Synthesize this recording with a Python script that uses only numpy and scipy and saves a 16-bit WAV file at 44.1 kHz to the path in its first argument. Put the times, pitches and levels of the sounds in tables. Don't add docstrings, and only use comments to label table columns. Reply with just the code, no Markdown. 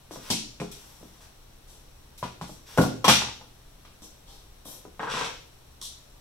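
import sys
import numpy as np
from scipy import signal
from scipy.fft import rfft, irfft
from scipy.io import wavfile

SR = 44100
rng = np.random.default_rng(int(sys.argv[2]) if len(sys.argv) > 2 else 0)


def wav_out(sig):
    wavfile.write(sys.argv[1], SR, np.round(np.clip(np.atleast_2d(sig).T, -1, 1) * 32767).astype(np.int16))


N = 273596
TIME = np.arange(N) / SR
RING_TIME = TIME[:SR * 3 // 4]

# (t/s, knock level/dB, rasp level/dB)
TUGS = [(4.995, -3.5, -29.5), (5.031, -2.5, -34.5), (5.071, -8, -31.5), (5.139, -1, -30.5),
        (5.168, -5, -31), (5.211, -1, -35), (5.265, -9, -39)]


def from_db(db):
    return 10 ** (np.asarray(db) / 20)


def unit_energy(x):
    return x / np.sqrt(np.mean(np.sum(x ** 2, axis=-1)) + 1e-20)


def at_hz(points, hz):
    f, value = np.transpose(points)
    return np.interp(np.log(np.maximum(hz, 1)), np.log(f), value)


def add(track, s, sound):
    start = max(round(s * SR), 0)
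    track[start:start + len(sound)] += sound[:N - start]


def colour(x, points, tilt_db=0, size=4096):
    hz = np.maximum(np.fft.rfftfreq(size, 1 / SR), 1)
    octaves = np.log2(np.maximum(hz, 1000) / 1000)
    cepstrum = irfft(np.log(from_db(at_hz(points, hz) + tilt_db * octaves)))
    cepstrum[1:size // 2] *= 2
    cepstrum[size // 2 + 1:] = 0
    impulse = irfft(np.exp(rfft(cepstrum)))
    return signal.oaconvolve(x, impulse)[:len(x)]


def dying(t60):
    return np.exp(-np.log(1000) * RING_TIME / t60)


def ring(modes, spread_db):
    gains = from_db(spread_db * rng.standard_normal(len(modes))) * rng.choice([-1, 1], len(modes))
    total = np.zeros(len(RING_TIME))
    for gain, (hz, db, t60) in zip(gains, modes):
        total += gain * from_db(db) * dying(t60) * np.sin(2 * np.pi * hz * RING_TIME)
    return unit_energy(total)


def grains(per_s, spread_db, size):
    excess = np.minimum(rng.exponential(1, size), 4)
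    strength = from_db(spread_db * excess) * rng.choice([-1, 1], size)
    happens = rng.random(size) < per_s / SR
    return unit_energy(strength * happens) * np.sqrt(size)


def stroke(start_s, length_s, level_db, swell_db, attack_s, fade_s):
    t = TIME - start_s
    held = from_db(level_db + swell_db * np.clip(t / length_s, 0, 1))
    return held * np.clip(t / attack_s, 0, 1) * np.exp(-np.maximum(t - length_s, 0) / fade_s)


def diffuse(size):
    # (f/Hz, correlation)
    likeness = [(140, 0.98), (260, 0.43), (600, 0.072), (1100, 0.26), (2000, 0.027), (16000, -0.061)]
    alike = np.clip(at_hz(likeness, np.fft.rfftfreq(size, 1 / SR)), -1, 1)
    mid, side = rfft(rng.standard_normal((2, size)))
    left_right = np.sqrt((1 + alike) / 2) * mid + np.sqrt((1 - alike) / 2) * side * [[1], [-1]]
    return irfft(left_right, size)


def workshop(build_s, count=16):
    # (f/Hz, t60/s)
    room_t60 = [(100, 0.62), (300, 0.58), (1000, 0.37), (3000, 0.48), (6000, 0.51), (10000, 0.33),
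                (16000, 0.26)]
    size = len(RING_TIME)
    field, hz = rfft(diffuse(size)), np.fft.rfftfreq(size, 1 / SR)
    edges, tail = np.r_[0, np.geomspace(100, SR / 2, count)], 0
    for low, high in zip(edges, edges[1:]):
        band = irfft(field * ((hz >= low) & (hz < high)), size)
        envelope = dying(at_hz(room_t60, (low + high) / 2)) * (1 - np.exp(-RING_TIME / build_s))
        tail = tail + unit_energy(band * envelope) * np.sqrt(high - low)
    return unit_energy(tail)


def place(x, room, wet_db, lag_s):
    # (delay/s, level/dB)
    echoes = [(.0048, -14), (0.0131, -18.5), (0.029, -11)]
    near = x + sum(from_db(db) * np.interp(TIME - delay_s, TIME, x, left=0) for delay_s, db in echoes)
    direct = np.array([near, np.interp(TIME - lag_s, TIME, near)])
    wet = from_db(wet_db)
    reverb = signal.oaconvolve(x[None], room, axes=1)[:, :N]
    return (direct + wet * reverb) / np.hypot(1, wet)


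def spread_out(source, rooms, wet_db, lag_s):
    return sum(place(source(), room, wet_db, lag_s) for room in rooms) / np.sqrt(len(rooms))


def background(air_db=-52, hum_db=-64.5, hum_hz=120):
    # (f/Hz, density/dB per Hz)
    air_colour = [(15, -3.5), (30, 5), (50, -4.5), (76, -2), (100, -15.5), (155, -10.5), (200, -15),
                  (300, -15), (800, -18.5), (2100, -24), (4000, -20), (8000, -34.5), (12000, -39.5),
                  (16000, -40)]
    air = np.array([colour(side, air_colour) for side in diffuse(N)])
    air = unit_energy(air) * np.sqrt(N)
    hum = np.sqrt(2) * np.sin(2 * np.pi * hum_hz * TIME)
    return from_db(air_db) * air + from_db(hum_db) * hum


def scuffs(skew=0.3, hiss_db=1, hiss_q=1.7):
    # (t/s, length/s, level/dB, tilt/dB per octave, hiss centre f/Hz)
    brushes = [(0.114, 0.067, -41.5, 0.5, 5330), (0.741, 0.56, -59, 6, 5700),
               (1.675, 0.15, -52.5, -1.5, 8500), (2.475, 0.12, -49.5, 1, 6000),
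               (4.019, 0.068, -45.5, 0, 6700), (4.269, 0.2, -49.5, -1.5, 4400),
               (4.651, 0.16, -43, 0, 12600)]
    # (f/Hz, density/dB per Hz)
    sole = [(100, -3), (330, 14.5), (900, 10), (1900, -3), (3600, 13), (6500, 4.5), (9000, -3), (13000, -4),
            (16000, -19)]
    out = np.zeros(N)
    for s, length_s, level_db, tilt_db, hiss_hz in brushes:
        grit = colour(grains(6000, 2.7, size=len(RING_TIME)), sole, tilt_db)
        hiss = signal.lfilter(*signal.iirpeak(hiss_hz, hiss_q, fs=SR), grit)
        grit = grit + from_db(hiss_db) * hiss
        swell = np.sin(np.pi * np.minimum(RING_TIME / length_s, 1) ** skew)
        add(out, s, from_db(level_db) * unit_energy(grit) * np.sqrt(len(grit)) * swell)
    return out


def rub(envelope, spectrum, per_s, spread_db):
    slips = colour(grains(per_s, spread_db, size=N), spectrum)
    return envelope * unit_energy(slips) * np.sqrt(N)


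def scrapes():
    # (t/s, length/s, level/dB, swell over the push/dB)
    pushes = [(0.098, 0.071, -47.5, -3), (0.193, 0.1, -51.5, 11), (0.702, 0.48, -53.5, -9),
              (1.199, 0.032, -50, -0.5), (2.654, .1, -47.5, 3)]
    # (f/Hz, density/dB per Hz)
    veneer = [(200, -15), (600, 1), (950, 3), (1900, -2), (3400, 2.5), (5700, -2.5), (8000, -13.5),
              (12000, -20), (16000, -21)]
    # (f/Hz, density/dB per Hz)
    rasp_colour = [(60, -23), (140, -3), (300, -19), (480, 7.5), (650, -7), (900, 7.5), (1150, -1),
                   (1500, 4.5), (2100, -10), (4000, -17.5), (9000, -70)]
    # (f/Hz, density/dB per Hz)
    grit_colour = [(300, -31), (1400, -5), (2600, 7.5), (4000, 5.5), (5500, -1.5), (8000, -13.5),
                   (11000, -27.5), (15000, -37.5)]
    gentle = dict(attack_s=0.015, fade_s=0.031)
    slide = sum(stroke(*push, **gentle) for push in pushes)
    rasp = sum(stroke(s, .012, db, 0, attack_s=0.0045, fade_s=0.022) for s, _, db in TUGS)
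    grit = stroke(5.08, 0.18, level_db=-31.5, swell_db=-0.5, attack_s=0.028, fade_s=0.024)
    lift = stroke(4.995, .43, level_db=-44, swell_db=-13, **gentle)
    hiss = rub(slide, veneer, 5000, 2.06)
    return hiss + rub(rasp, rasp_colour, 900, 3.5) + rub(np.hypot(grit, lift), grit_colour, 4000, 5.6)


def crackles():
    # (t/s, level/dB, decay time/s)
    showers = [(5.814, -9, 0.0016), (5.825, -4.5, 0.025), (5.853, -9, 0.011)]
    # (f/Hz, density/dB per Hz)
    splinter = [(200, -36), (1100, -27), (2550, -20), (3200, -1.5), (3800, 2.5), (4600, -3.5),
                (7000, -10.5), (9500, -16.5), (12000, -25), (16000, -34)]
    out = np.zeros(N)
    for s, level_db, decay_s in showers:
        snaps = grains(600, 5.0, size=len(RING_TIME)) * np.exp(-RING_TIME / decay_s)
        add(out, s, from_db(level_db) * unit_energy(colour(snaps, splinter)))
    return out


def clatters(ring_db=-14, first_touch_db=-15):
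    # (t/s, level/dB, chatter decay/s, tilt/dB per octave, top f/Hz)
    landings = [(.302, 10, 0.0062, 4, 8500), (.601, -10.5, 0.01, 2.5, 9000),
                (0.7147, -11, 0.0024, 3, 14000), (2.178, -16, .004, 5, 15000),
                (2.229, -7, 0.0082, -3.5, 12000), (2.413, -10.5, .013, -0.5, 12000),
                (2.774, -1, .01, 3, 13000), (2.813, 0.5, .0044, 2, 15000), (3.044, 11, 0.0023, -3, 15000),
                (3.08, 18, 0.0028, -1.5, 13000), (3.09, 18.5, 0.031, -2.5, 11900),
                (3.85, -20, 0.0031, -4, 6160)]
    # (f/Hz, level/dB, t60/s)
    square_modes = [(897, -9, .25), (963, 23, 0.24), (1080, -6, .15), (1145, -22, 0.6), (1150, -17, 0.13),
                    (1403, 23.5, 0.076), (2166, 6, .25), (2440, 20, 0.083), (2744, -27, 0.28),
                    (2940, -30, 0.23), (3230, -41, 0.088), (3490, 4, 0.22), (4110, -49, 0.13),
                    (4280, 3.5, 0.083), (4850, 8, 0.26), (5600, -9, 0.27), (6090, -23, 0.18)]
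    # (f/Hz, density/dB per Hz)
    metal_colour = [(200, -37), (900, -23), (1800, -5.5), (2700, 0.5), (4000, 4), (5500, -2.5),
                    (7500, -10.5), (10000, -17), (15000, -23)]
    out = np.zeros(N)
    for s, level_db, chatter_s, tilt_db, top_hz in landings:
        touches = unit_energy(grains(900, 5.0, size=len(RING_TIME)) * np.exp(-RING_TIME / chatter_s))
        touches[0] += from_db(first_touch_db)
        ringing = signal.fftconvolve(touches, ring(square_modes, spread_db=10.0))[:len(touches)]
        buzz = unit_energy(colour(touches, metal_colour, tilt_db))
        ringing = unit_energy(colour(ringing, metal_colour, tilt_db))
        top = signal.butter(2, top_hz, fs=SR, output="sos")
        sound = signal.sosfilt(top, buzz + from_db(ring_db) * ringing)
        add(out, s, from_db(level_db) * unit_energy(sound))
    return out


def tap(s, db, hz):
    cut_per_pitch, ring_db, boom_below_db, boom_hz = 1.83, -1, -3.5, 198
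    return s, db, cut_per_pitch * hz, hz, ring_db, db + boom_below_db, boom_hz


def edge_knock(s, db, hz):
    cut_hz, ring_db, boom_below_db, boom_hz = 2070, 2, -10.5, 200
    return s, db, cut_hz, hz, ring_db, db + boom_below_db, boom_hz


def knocks(slap_s=.016, edge_hz=1070, bounce_db=-3, bounce_loss_db=8, bounce_hz=910):
    # (t/s, clack level/dB, contact cut-off f/Hz, struck spot f/Hz,
    # after-ring level/dB, boom level/dB, boom centre f/Hz, slap level/dB, slap f/Hz)
    blows = [(.303, 2, 1500, 247, 12.5, 0.5, 148, -4, 280),
             (.600, -8.5, 2400, 2240, 6, -1.5, 161.6, -4, 412),
             (2.228, 0, 1600, 970, 1, -3.5, 150, -13, 348),
             (2.413, -7, 1385, 920, -2.5, -5, 130, -16.5, 483),
             (2.7758, 10, 1090, 527, 5.5, 4, 300, 9.5, 310), (2.784, 9, 1640, 1380, -1, 16, 145, 2.5, 655),
             (2.838, 2.5, 1100, 790, -2.5, 3.5, 130, -10, 300),
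             (3.043, 10, 1500, 955, 16, -0.5, 300, -3.5, 900),
             (3.081, 15, 2200, 845, 2.5, 9.5, 164, 10.5, 1350)]
    # (t/s, level/dB, f/Hz)
    soft_thuds = [(.110, -11.5, 420), (.1596, -11, 500), (.198, -19.5, 280), (1.012, -23, 210),
                  (1.029, -17, 219), (2.494, -13.5, 336), (4.021, -21, 250), (4.656, -17.5, 303),
                  (4.852, -14.5, 417)]
    bounces = [3.22, 3.285, 3.411]
    # (t/s, level/dB)
    ticks = [(3.851, -23.5), (5.817, -23)]
    rows = []
    for s, *blow, slap_db, slap_hz in blows:
        rows += [(s, *blow), tap(s + slap_s, slap_db, slap_hz)]
    rows += [tap(*row) for row in soft_thuds]
    rows += [edge_knock(s, bounce_db - bounce_loss_db * k, bounce_hz) for k, s in enumerate(bounces)]
    return rows + [edge_knock(s, db, edge_hz) for s, db, *_ in TUGS + ticks]


def booms(swell_s=0.0099, narrow_db=7):
    # (f/Hz, level/dB, t60/s)
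    sheet_modes = [(52, -9, 0.71), (72.9, -6.5, 0.43), (120, 4, 0.27), (144.3, 7, 0.075), (172, 0.5, 0.092),
                   (180.4, -4, 0.22), (217.3, -3.5, 0.2), (260.6, 2.5, 0.19), (303.5, 12, 0.064),
                   (324, -16.5, 0.044), (373, -38, 0.11), (470, -2.5, 0.15), (516, 24.5, 0.043)]
    out = np.zeros(N)
    for s, *_, boom_db, boom_hz in knocks():
        answering = [(hz, db - narrow_db * np.log2(hz / boom_hz) ** 2, t60) for hz, db, t60 in sheet_modes]
        boom = ring(answering, spread_db=3.0) * (1 - np.exp(-RING_TIME / swell_s))
        add(out, s, from_db(boom_db) * unit_energy(boom))
    return out


def clacks(clack_t60=0.072, spot_db=6, spot_q=4):
    # (f/Hz, density/dB per Hz)
    clack_colour = [(60, -13.5), (150, -3), (300, -1), (550, -0.5), (900, 0), (1500, -0.5), (2000, -4.5),
                    (3500, -1), (9000, -18)]
    out = np.zeros(N)
    for s, clack_db, contact_hz, spot_hz, ring_db, _, _ in knocks():
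        upper = from_db(ring_db) * unit_energy(rng.standard_normal(len(RING_TIME)) * dying(clack_t60))
        upper[0] -= 1
        spot = signal.lfilter(*signal.iirpeak(spot_hz, spot_q, fs=SR), upper)
        upper = upper + from_db(spot_db + ring_db) * spot
        soft = signal.butter(2, contact_hz, fs=SR, output="sos")
        clack = signal.sosfilt(soft, colour(upper, clack_colour))
        add(out, s, from_db(clack_db) * unit_energy(clack))
    return out


def scene(count=4):
    rooms = [workshop(build_s=0.00028) for _ in range(count)]
    scuffing = place(scuffs(), rooms[3], wet_db=7.5, lag_s=.0001)
    scraping = place(scrapes(), rooms[2], wet_db=4.0, lag_s=0)
    fibres = spread_out(crackles, rooms, wet_db=6.5, lag_s=0)
    metal = spread_out(clatters, rooms, wet_db=12.0, lag_s=0.00014)
    wood = place(booms(), rooms[1], wet_db=-9, lag_s=.0001)
    wood = wood + place(clacks(), rooms[0], wet_db=-3.0, lag_s=0.000079)
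    return background() + scuffing + scraping + fibres + metal + wood


def record(dry, cutoff_hz=15750):
    # (f/Hz, level/dB)
    mic = [(1000, -0.5), (4200, -4), (5000, -4.5), (5750, 5), (6600, -1.5), (7700, 6.5), (8700, 4.5),
           (10000, 8.5), (11000, 3.5), (12000, 10), (13500, 3)]
    # (f/Hz, level difference/dB)
    left_lift = [(100, 1), (260, -1), (500, 3), (1000, 2), (2000, -0.5), (4000, 1.5), (8000, 2),
                 (13000, 10.5)]
    ports = []
    for x, side in zip(dry, (1, -1)):
        half_lift = [(hz, side * db / 2) for hz, db in left_lift]
        ports.append(colour(colour(x, mic), half_lift))
    steep = signal.ellip(10, .2, 80, cutoff_hz, fs=SR, output="sos")
    return signal.sosfilt(steep, np.clip(ports, -1, 1))


dry = scene()
out = record(dry)
wav_out(out)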